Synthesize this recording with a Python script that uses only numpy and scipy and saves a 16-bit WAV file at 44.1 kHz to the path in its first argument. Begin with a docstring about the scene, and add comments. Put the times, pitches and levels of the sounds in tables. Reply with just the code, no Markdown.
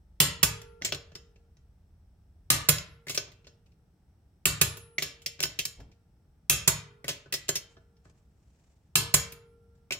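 """A click-type torque wrench tightens five wheel nuts in a quiet garage, over faint hiss and rumble.
Each pull ends in a sharp release click; the hand eases off and a reset click follows, both ringing
through wrench and wheel. Then the socket tinks off the nut, clinks, scrapes and drops onto the next.
Near 6 s weight shifts on the floor, around 8 s sleeves and shoes rub, and after the fifth pair
of clicks, near 9 s, the socket comes off once more."""
import sys
import numpy as np
from scipy import signal
from scipy.fft import rfft, irfft
from scipy.io import wavfile
from scipy.ndimage import uniform_filter1d

SR = 44100
rng = np.random.default_rng(int(sys.argv[2]) if len(sys.argv) > 2 else 0)


def waveform_to_disk(signal):
    """Save audio, clipped to [-1, 1], as 16-bit WAV at the path in sys.argv[1]."""
    frames = np.transpose(np.atleast_2d(signal))
    scaled = np.clip(frames, -1, 1) * 32767
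    samples = np.round(scaled).astype(np.int16)
    wavfile.write(sys.argv[1], SR, samples)


N = 440559


def torque_wrench():
    """The wrench lets go at the set torque, then snaps back. Gives timed blows and the tube's song."""
    # release clicks: t/s, level/dB, favoured pitch/Hz, its lift/dB, long ring/dB
    releases = [(0.202, -7.5, 2745, 7, -39), (2.5024, -8.5, 2426, 3.5, -46), (4.4551, -11.5, 2750, 12, -40),
                (6.4971, -10, 2740, 3, -42.5), (8.955, -10.5, 2590, 11, -38)]
    # reset clicks: the same columns, then tube song/dB
    resets = [(0.4296, -8, 7370, 0, -33, -56), (2.6873, -6, 2710, 2, -44, -55.5),
              (4.6127, -8.5, 2660, 5.5, -39, -42.5), (6.6758, -8.5, 7100, 5.5, -39.5, -68),
              (9.14, -7.5, 6870, 4, -38.5, -53.5)]
    # two close tube modes that beat slowly: f/Hz, level/dB, t60/s
    tube_modes = [(10870, 0, .8), (10877, -7, .8)]
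    blows, song = [], np.zeros((2, N))
    for t, level_db, pitch_hz, lift_db, free_db in releases:
        click = blow(level_db, pitch_hz, lift_db, free_db, thump_db=-11.5, knock_db=-15.5, upper_db=2.5,
                     bright_db=-4, contact_ms=2, rise_ms=4, pan_db=-2, send_db=-2)
        blows.append((t, click))
    for t, level_db, pitch_hz, lift_db, free_db, tube_db in resets:
        click = blow(level_db, pitch_hz, lift_db, free_db, thump_db=-10, knock_db=-12.5, upper_db=2.5,
                     bright_db=-3.5, contact_ms=5, rise_ms=3.2, pan_db=-4.5, send_db=-8.5)
        blows.append((t, click))
        add(song, t, gain_of(tube_db) * ring(tube_modes, SR, scatter_db=0, detune=0))
    return blows, song


def loose_socket():
    """The socket knocks its way from nut to nut. Gives timed blows and the socket's own ring."""
    # pitched tinks off the nut: t/s, level/dB, knock/dB, brightness/dB, base contact/ms, pitch/Hz
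    tinks = [(0.8213, -28, -10.5, -28, 1.2, 2030), (3.0685, -38.5, -3.5, -11, 7.3, 1910),
             (4.9825, -21, -14, -17, 5.6, 2090), (7.0431, -37, 0.5, -14, 4.7, 1960),
             (9.9077, -26, -5.5, -19, 4.2, 2407)]
    # it drops home on the next nut: same columns
    seatings = [(0.9227, -18.5, -7.5, -23, 7, 3060), (3.176, -17.5, -10.5, -17, 5.2, 5440),
                (5.4362, -16.5, -12.5, -14, 4.25, 5000), (7.4901, -15, -8, -11, 6, 7070)]
    # it drags over the nut: same columns
    scrapes = [(3.095, -20, -13, -12, 13, 7300), (3.146, -22.5, -17, -9.5, 15, 7600),
               (5.022, -17, -13, -12.5, 7.3, 2250), (7.087, -16.5, -13, -15.5, 13, 3000),
               (7.3243, -20, -16.5, -9, 4.9, 2760)]
    # it touches nut and wheel: same columns
    clinks = [(0.616, -40.5, -10, -12, 3.9, 1632), (0.8145, -49, 10, -58, 3, 1950),
              (0.848, -15, -16.5, -16.5, 15, 7550), (0.946, -28.5, -8.5, -17, 5.4, 3600),
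              (1.1176, -53, 0, -27, 3.1, 2640), (1.1524, -32.5, -11.5, -20, 5.7, 4800),
              (1.3583, -58, -5, -29, 3.8, 2580), (1.5688, -59.5, -9, -23, 2.3, 5800),
              (2.784, -27.5, -23, -16, 2.7, 5600), (3.0829, -28, -18, -18, 5.7, 2080),
              (3.2784, -55, 5.5, -22, 4.4, 5560), (3.3176, -47.5, -19, -18, 3.9, 1920),
              (3.4441, -52, -6, -34, 6.4, 2570), (3.469, -43, -7, -26, 4.7, 4320),
              (3.6611, -61, -18, -21, 3.9, 2600), (3.7192, -66, -31, -39, 2.7, 2530),
              (4.7702, -40, -5.5, -2, 4.6, 2520), (5.2185, -47, -17, -11, 4.4, 3160),
              (5.261, -20, -23, -12, 7.2, 5150), (5.3919, -38, -4, -29, 4.9, 2600),
              (5.4041, -21.5, -12.5, -11.5, 2, 5810), (5.4277, -18, -18.5, -8.5, 8.5, 2760),
              (5.4544, -29, -8, -8, 2.6, 2140), (5.5897, -15.5, -20, -12.5, 9.7, 2820),
              (5.6527, -22, -19.5, -5, 4.7, 5220), (5.8014, -47, -3.5, -16, 5.3, 1640),
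              (5.915, -54.5, -15, -29, 4.5, 2390), (7.081, -24.5, -7.5, -7, 2.6, 3174),
              (7.2587, -56, 10.5, -33, 3.9, 1600), (7.3387, -19, -14.5, -10.5, 11, 5200),
              (7.4831, -28.5, -18, -12, 6.7, 2680), (7.5552, -18, -20.5, -10.5, 12, 5570),
              (7.7669, -56, 8.5, -50, 4.2, 3400), (7.9663, -64.5, -7.5, -26, 3.9, 5200),
              (8.0537, -61, 10, -32, 1.36, 2130), (9.3222, -38, -12, -2.5, 4.5, 2500),
              (9.7513, -69, 0.5, -17, 3.9, 1425), (9.7744, -73, -4, -12.5, 5.6, 1782),
              (0.889, -33, -13, -32, 5.3, 2260), (9.9218, -19, -30, -15.5, 11, 2460)]
    # socket modes: f/Hz, level/dB, t60/s
    socket_modes = [(3110, -8.5, 0.39), (4170, -4.5, 0.23), (5645, -9, 0.19)]
    blows, ringing = [], np.zeros((2, N))
    for contacts, lift_db, rise_ms, garage_db in [(tinks, 19.7, 0.6, -3), (seatings, 9.5, 0.26, -8.5),
                                                  (scrapes, 3, 1.6, -3.24), (clinks, 7.8, 0.54, -7)]:
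        for t, level_db, knock_db, bright_db, contact_ms, pitch_hz in contacts:
            thump_db = -20.5 - 0.48 * level_db + 0.5 * knock_db  # the tyre favours a soft push
            send_db = garage_db - 0.6964 * contact_ms  # a long chatter reaches the garage less
            touch = blow(level_db, pitch_hz, lift_db, free_db=-43, thump_db=thump_db, knock_db=knock_db,
                         upper_db=-4, bright_db=bright_db, contact_ms=contact_ms, rise_ms=rise_ms,
                         pan_db=-0.5, send_db=send_db)
            blows.append((t, touch))
    for t, level_db, *_ in seatings + scrapes + clinks:
        add(ringing, t, gain_of(level_db - 26.5) * ring(socket_modes, SR // 2, scatter_db=4, detune=.001))
    return blows, ringing


def blow(level_db, pitch_hz, lift_db, free_db, *, thump_db, knock_db, upper_db, bright_db,
         contact_ms, rise_ms, pan_db, send_db):
    """Steel strikes steel: a crack, then wrench, wheel and hub answer. 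Gives left, right, reverb send."""
    # wrench head and tube: f/Hz, level/dB, t60/s
    wrench_modes = [(2290, -8, 0.12), (2687, 1.5, 0.12), (3200, -6.5, 0.2), (4370, -13, 0.14),
                    (5280, -19.5, .05), (5350, -1.5, 0.19), (6700, -12, .04), (6320, 2.5, 0.15),
                    (6880, 1.5, 0.28), (7380, 15, 0.064), (8600, 0.5, 0.082), (10400, 4.5, 0.03),
                    (11200, 8, 0.035), (13125, 19.5, 0.043), (13000, 8.5, 0.054)]
    # brake, hub and socket, free to ring on: f/Hz, level/dB, t60/s
    free_modes = [(416, -5, 2.3), (465.3, -1, 2.4), (607, 4.5, 0.31), (888, -15, 1.6), (1375, -8.5, 2.1),
                  (5700, 5, .3)]
    length, routing = 2 ** 15, [0, 1, 0]  # the send is fed from the left
    t, hz = np.arange(length) / SR, np.fft.rfftfreq(length, 1 / SR)
    softness = 1.5 + 0.079 * max(-level_db - 28.5, 0)  # light touches are slow and rounded
    attack = 1 - np.exp(-t * 1000 / np.clip(rise_ms * softness, .1, 15))
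    decay = np.exp(-t * 1000 / np.clip(contact_ms * np.sqrt(softness), .3, 25))
    wrench = gain_of(-1.5) * attack[:length // 4] * ring(wrench_modes, length // 4, scatter_db=2)
    spectrum = crack(attack * decay, hz) + rfft(wrench, length)
    tilt_db = curve([(760, knock_db), (900, knock_db + upper_db), (1450, knock_db + upper_db),
                     (2000, 0.021), (6000, 0.0036), (9500, bright_db)], hz)
    peak_db = lift_db * np.exp(-(np.log2((hz + 1) / pitch_hz) / 0.22) ** 2)
    peak_share = np.array([[1], [1], [0.25]])  # echoes mix all faces of the steel, blunting the pitch
    steel = irfft(spectrum[routing] * gain_of(tilt_db + peak_db * peak_share), length)
    steel *= gain_of([[pan_db / 2], [-pan_db / 2], [0]]) * np.hanning(2 * length)[length:]
    sound = gain_of(free_db) * ring(free_modes, 2 * length, scatter_db=1)[routing]
    sound[:, :length] += steel + wheel(t, attack, knock_db, upper_db, thump_db)[routing]
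    sound[2] *= gain_of(send_db)
    return gain_of(level_db - 0.5) * sound


def crack(envelope, hz):
    """Steel chatters on steel for a few milliseconds: the stereo spectrum of a broad noise burst."""
    # colour of the crack: f/Hz, density/dB
    crack_spectrum = [(180, -26), (300, -3.5), (660, -6.5), (807, -12), (1170, -1), (1870, -12),
                      (2610, -12.5), (3840, -11.5), (6670, -11.5), (10100, -6.5), (14700, -9),
                      (15700, -9.5), (16500, -59.5)]
    left, other = rng.standard_normal((len(envelope), 2)).T
    chatter = envelope * np.array([left, 0.6 * left + 0.8 * other])  # each side hears another face
    chatter /= np.linalg.norm(chatter[0])
    return rfft(chatter) * unit_rms(gain_of(curve(crack_spectrum, hz))) * np.sqrt(SR / 200)


def wheel(t, attack, knock_db, upper_db, thump_db):
    """The rim knocks and the tyre thumps; the heavier the part, the later it gets moving."""
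    # steel rim, damped by tyre and hand: f/Hz, level/dB, t60/s
    rim_modes = [(292, 0.5, 0.063), (347, -3.5, 0.028), (395, 4, 0.058), (584, 3.5, 0.054), (652, -8, 0.11),
                 (1000, -8, 0.082), (1175.6, -6, 0.024), (1242, 1, 0.016), (1497, -2, 0.11),
                 (1717, -5, 0.16)]
    # low modes of tyre and wheel: f/Hz, level/dB, t60/s
    tyre_modes = [(66.5, -12, 0.31), (80, -7, 0.31), (107.4, -8.5, 0.42), (146, 5, 0.13), (170, -1, 0.085)]
    # a hard click stirs the rim's upper modes, the socket mainly its lower ones
    stirred = [(f, db + upper_db * (f > 850), t60) for f, db, t60 in rim_modes]
    rim = ring(stirred, len(t), scatter_db=2, detune=0.005) * attack * (1 - np.exp(-t / 0.00089))
    tyre = ring(tyre_modes, len(t), scatter_db=1, detune=0.005) * (1 - np.exp(-t / 0.0082))
    return gain_of(knock_db) * rim + gain_of(thump_db) * tyre


def ring(modes, length, scatter_db, detune=0.0025):
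    """Dying sines in stereo; strike point and grip vary, scattering the levels and pitches a little."""
    hz, db, t60 = np.transpose(modes)[:, :, None]
    t = np.arange(length) / SR
    level_draw, pitch_draw, start_phase, side_draw = rng.standard_normal((len(hz), 4)).T[:, :, None]
    phase = 2 * np.pi * hz * (1 + detune * pitch_draw) * t + start_phase
    right_shift = side_draw * np.minimum(hz / 900, 1.5)  # above the bass each side has its own phase
    envelope = gain_of(db + scatter_db * level_draw - 60 * t / t60) / np.linalg.norm(gain_of(db))
    envelope *= signal.windows.tukey(2 * length)[length:]
    return np.array([(envelope * np.sin(phase + shift)).sum(0) for shift in (0, right_shift)])


def in_garage(blows):
    """Each blow arrives direct, left side first, then through one of three alternating reverb tails."""
    direct, sends = np.zeros((2, N)), np.zeros((3, N))
    for k, (t, (left, right, send)) in enumerate(blows):
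        onset = t - 0.0006
        add(direct[0], onset, left)
        add(direct[1], onset + rng.uniform(40e-6, 130e-6), right)
        add(sends[k % 3], onset, send)  # so like hits ring slightly differently
    return direct + sum(garage_reverb(send) for send in sends)


def garage_reverb(send):
    """A dense tail starts after the first wall, its top cut off sharply above 15 kHz."""
    # decay of the reverb tail: f/Hz, t60/s
    decay_times = [(100, 0.57), (400, 0.36), (1100, 0.49), (2900, 0.41), (7700, 0.25), (15000, 0.15),
                   (16000, 0.017)]
    frame_t = np.arange(SR // 64) * 64 / SR
    tail = diffuse(lambda hz: -60 * frame_t / curve(decay_times, hz), len(frame_t), size=256)
    tail *= np.clip((np.arange(tail.shape[1]) / SR - 0.003) / 0.002, 0, 1)  # 3 ms pre-delay
    return signal.fftconvolve(send[None], tail / np.linalg.norm(tail[0]), axes=1)[:, :N]


def weight_shift():
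    """Weight shifts on the floor with a dull thud."""
    # thuds: peak t/s, level/dB, swell/s, fade/s
    steps = [(5.799, -44.5, 0.055, 0.21), (5.891, -61, .03, .12)]
    thud = [(20, -16), (50, 2.5), (300, -15), (900, -24.5), (3000, -75)]  # f/Hz, density/dB
    return swells(steps) * noise_bed(lambda hz: curve(thud, hz), size=2048)


def rustle():
    """Sleeves and soles rub faintly, in uneven grains."""
    # rubs: peak t/s, level/dB, swell/s, fade/s
    rubs = [(7.7, -66.5, 0.023, 0.22), (8.054, -67, .04, 0.087), (8.099, -64, .01, 0.031),
            (8.184, -76, 0.2, 0.11), (8.618, -74, 1, 0.72)]
    # colour of rubbing cloth: f/Hz, density/dB
    cloth = [(290, -37), (500, -10), (599, -12.5), (1360, -20), (2660, -17.5), (3570, -23.5), (7480, -17),
             (14000, -52)]
    grain_db = 2.7 * unit_rms(uniform_filter1d(rng.standard_normal(N // 64 + 5), size=8))
    return swells(rubs) * noise_bed(lambda hz: curve(cloth, hz) + grain_db, size=256)


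def distant_rumble():
    """A far-off rumble around 62 Hz ebbs away and returns at the end."""
    # its fader ride: t/s, level/dB
    ride = [(0, -59.5), (1.2, -61), (2.3, -58.5), (3.3, -70.5), (4.2, -72), (6.2, -75.5), (8.5, -78),
            (9.99, -65.5)]
    rumble = noise_bed(lambda hz: -40 * np.minimum(np.log2((hz + 1) / 62) ** 2, 2), size=2048)
    return gain_of(np.interp(np.arange(N) / SR, *np.transpose(ride))) * rumble


def room_tone():
    """The steady air of the garage: a low hush under a faint hiss with two blurred tones."""
    # colour of the hush: f/Hz, density/dB
    hush_spectrum = [(15, -62.5), (25, -31.5), (44, -13), (65, -4.5), (80, -3), (91, -12), (176, -13),
                     (255, -24), (340, -25.5), (518, -33), (845, -32), (1400, -55.5), (1820, -80.5),
                     (3080, -120)]
    # colour of the hiss: f/Hz, density/dB
    hiss_spectrum = [(710, -37.5), (1200, -6.5), (1320, -7), (2320, -14), (4700, -17.5), (5840, -14),
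                     (6510, -21.5), (16000, -24)]
    # blurred tones: f/Hz, width/Hz, lift over the hiss/dB
    whines = [(5300, 120, 5), (8100, 520, 7.5)]
    tones_db = lambda hz: sum(db * np.exp(-((hz - f) / width) ** 2) for f, width, db in whines)
    hush = noise_bed(lambda hz: curve(hush_spectrum, hz), size=2048)
    hiss = noise_bed(lambda hz: curve(hiss_spectrum, hz) + tones_db(hz), size=1024)
    return gain_of(-63) * hush + gain_of(-82) * hiss


def diffuse(level_db, frames, size):
    """Stereo noise shaped by level_db(hz) in each frame, near mono in the bass."""
    # stereo image of diffuse sound: f/Hz, left-right likeness/0..1
    image = [(60, 1), (250, 0.92), (600, 0.72), (1500, 0.21), (6000, 0.18), (15000, 0.78)]
    hz = np.fft.rfftfreq(size, 1 / SR)[:, None]
    a, b, c, d = rng.standard_normal((frames, len(hz), 4)).T
    likeness, left = curve(image, hz), a + 1j * b
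    right = likeness * left + np.sqrt(1 - likeness ** 2) * (c + 1j * d)
    spectra = np.array([left, right]) * gain_of(level_db(hz))
    return signal.istft(spectra, nperseg=size, noverlap=size * 3 // 4)[1]


def noise_bed(level_db, size):
    """Scene-long diffuse noise at unit RMS."""
    return unit_rms(diffuse(level_db, N // (size // 4) + 5, size)[:, :N])


def swells(rows):
    """Summed envelopes, each climbing 40 dB in its swell time and dropping 40 dB in its fade time."""
    t = np.arange(N) / SR
    return sum(gain_of(db - 40 * np.maximum((peak - t) / swell, (t - peak) / fade))
               for peak, db, swell, fade in rows)


def gain_of(db):
    return 10 ** (np.asarray(db) / 20)


def unit_rms(x):
    return x / np.sqrt(np.mean(x ** 2) + 1e-20)


def curve(points, hz):
    """Joins breakpoints along a log-frequency axis."""
    f, value = np.transpose(points)
    return np.interp(np.log(hz + 1), np.log(f + 1), value)


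def add(mix, t, sound):
    part = mix[..., round(t * SR):][..., :sound.shape[-1]]
    part += sound[..., :part.shape[-1]]


def scene():
    """Wrench and socket up front, body movement and garage air far behind."""
    clicks, tube_song = torque_wrench()
    contacts, socket_ring = loose_socket()
    metal = in_garage(clicks + contacts) + tube_song + socket_ring
    return metal + weight_shift() + rustle() + distant_rumble() + room_tone()


def record(dry):
    """A soft clip rounds the loudest peaks; a steep low-pass trims the top."""
    ceiling, cutoff_hz = 0.9, 16600
    rounded = dry / (1 + abs(dry / ceiling) ** 6) ** (1 / 6)
    low_pass = signal.firwin(511, cutoff_hz, window=("kaiser", 9), fs=SR)
    return signal.oaconvolve(rounded, low_pass[None], "same")


dry = scene()
out = record(dry)
waveform_to_disk(out)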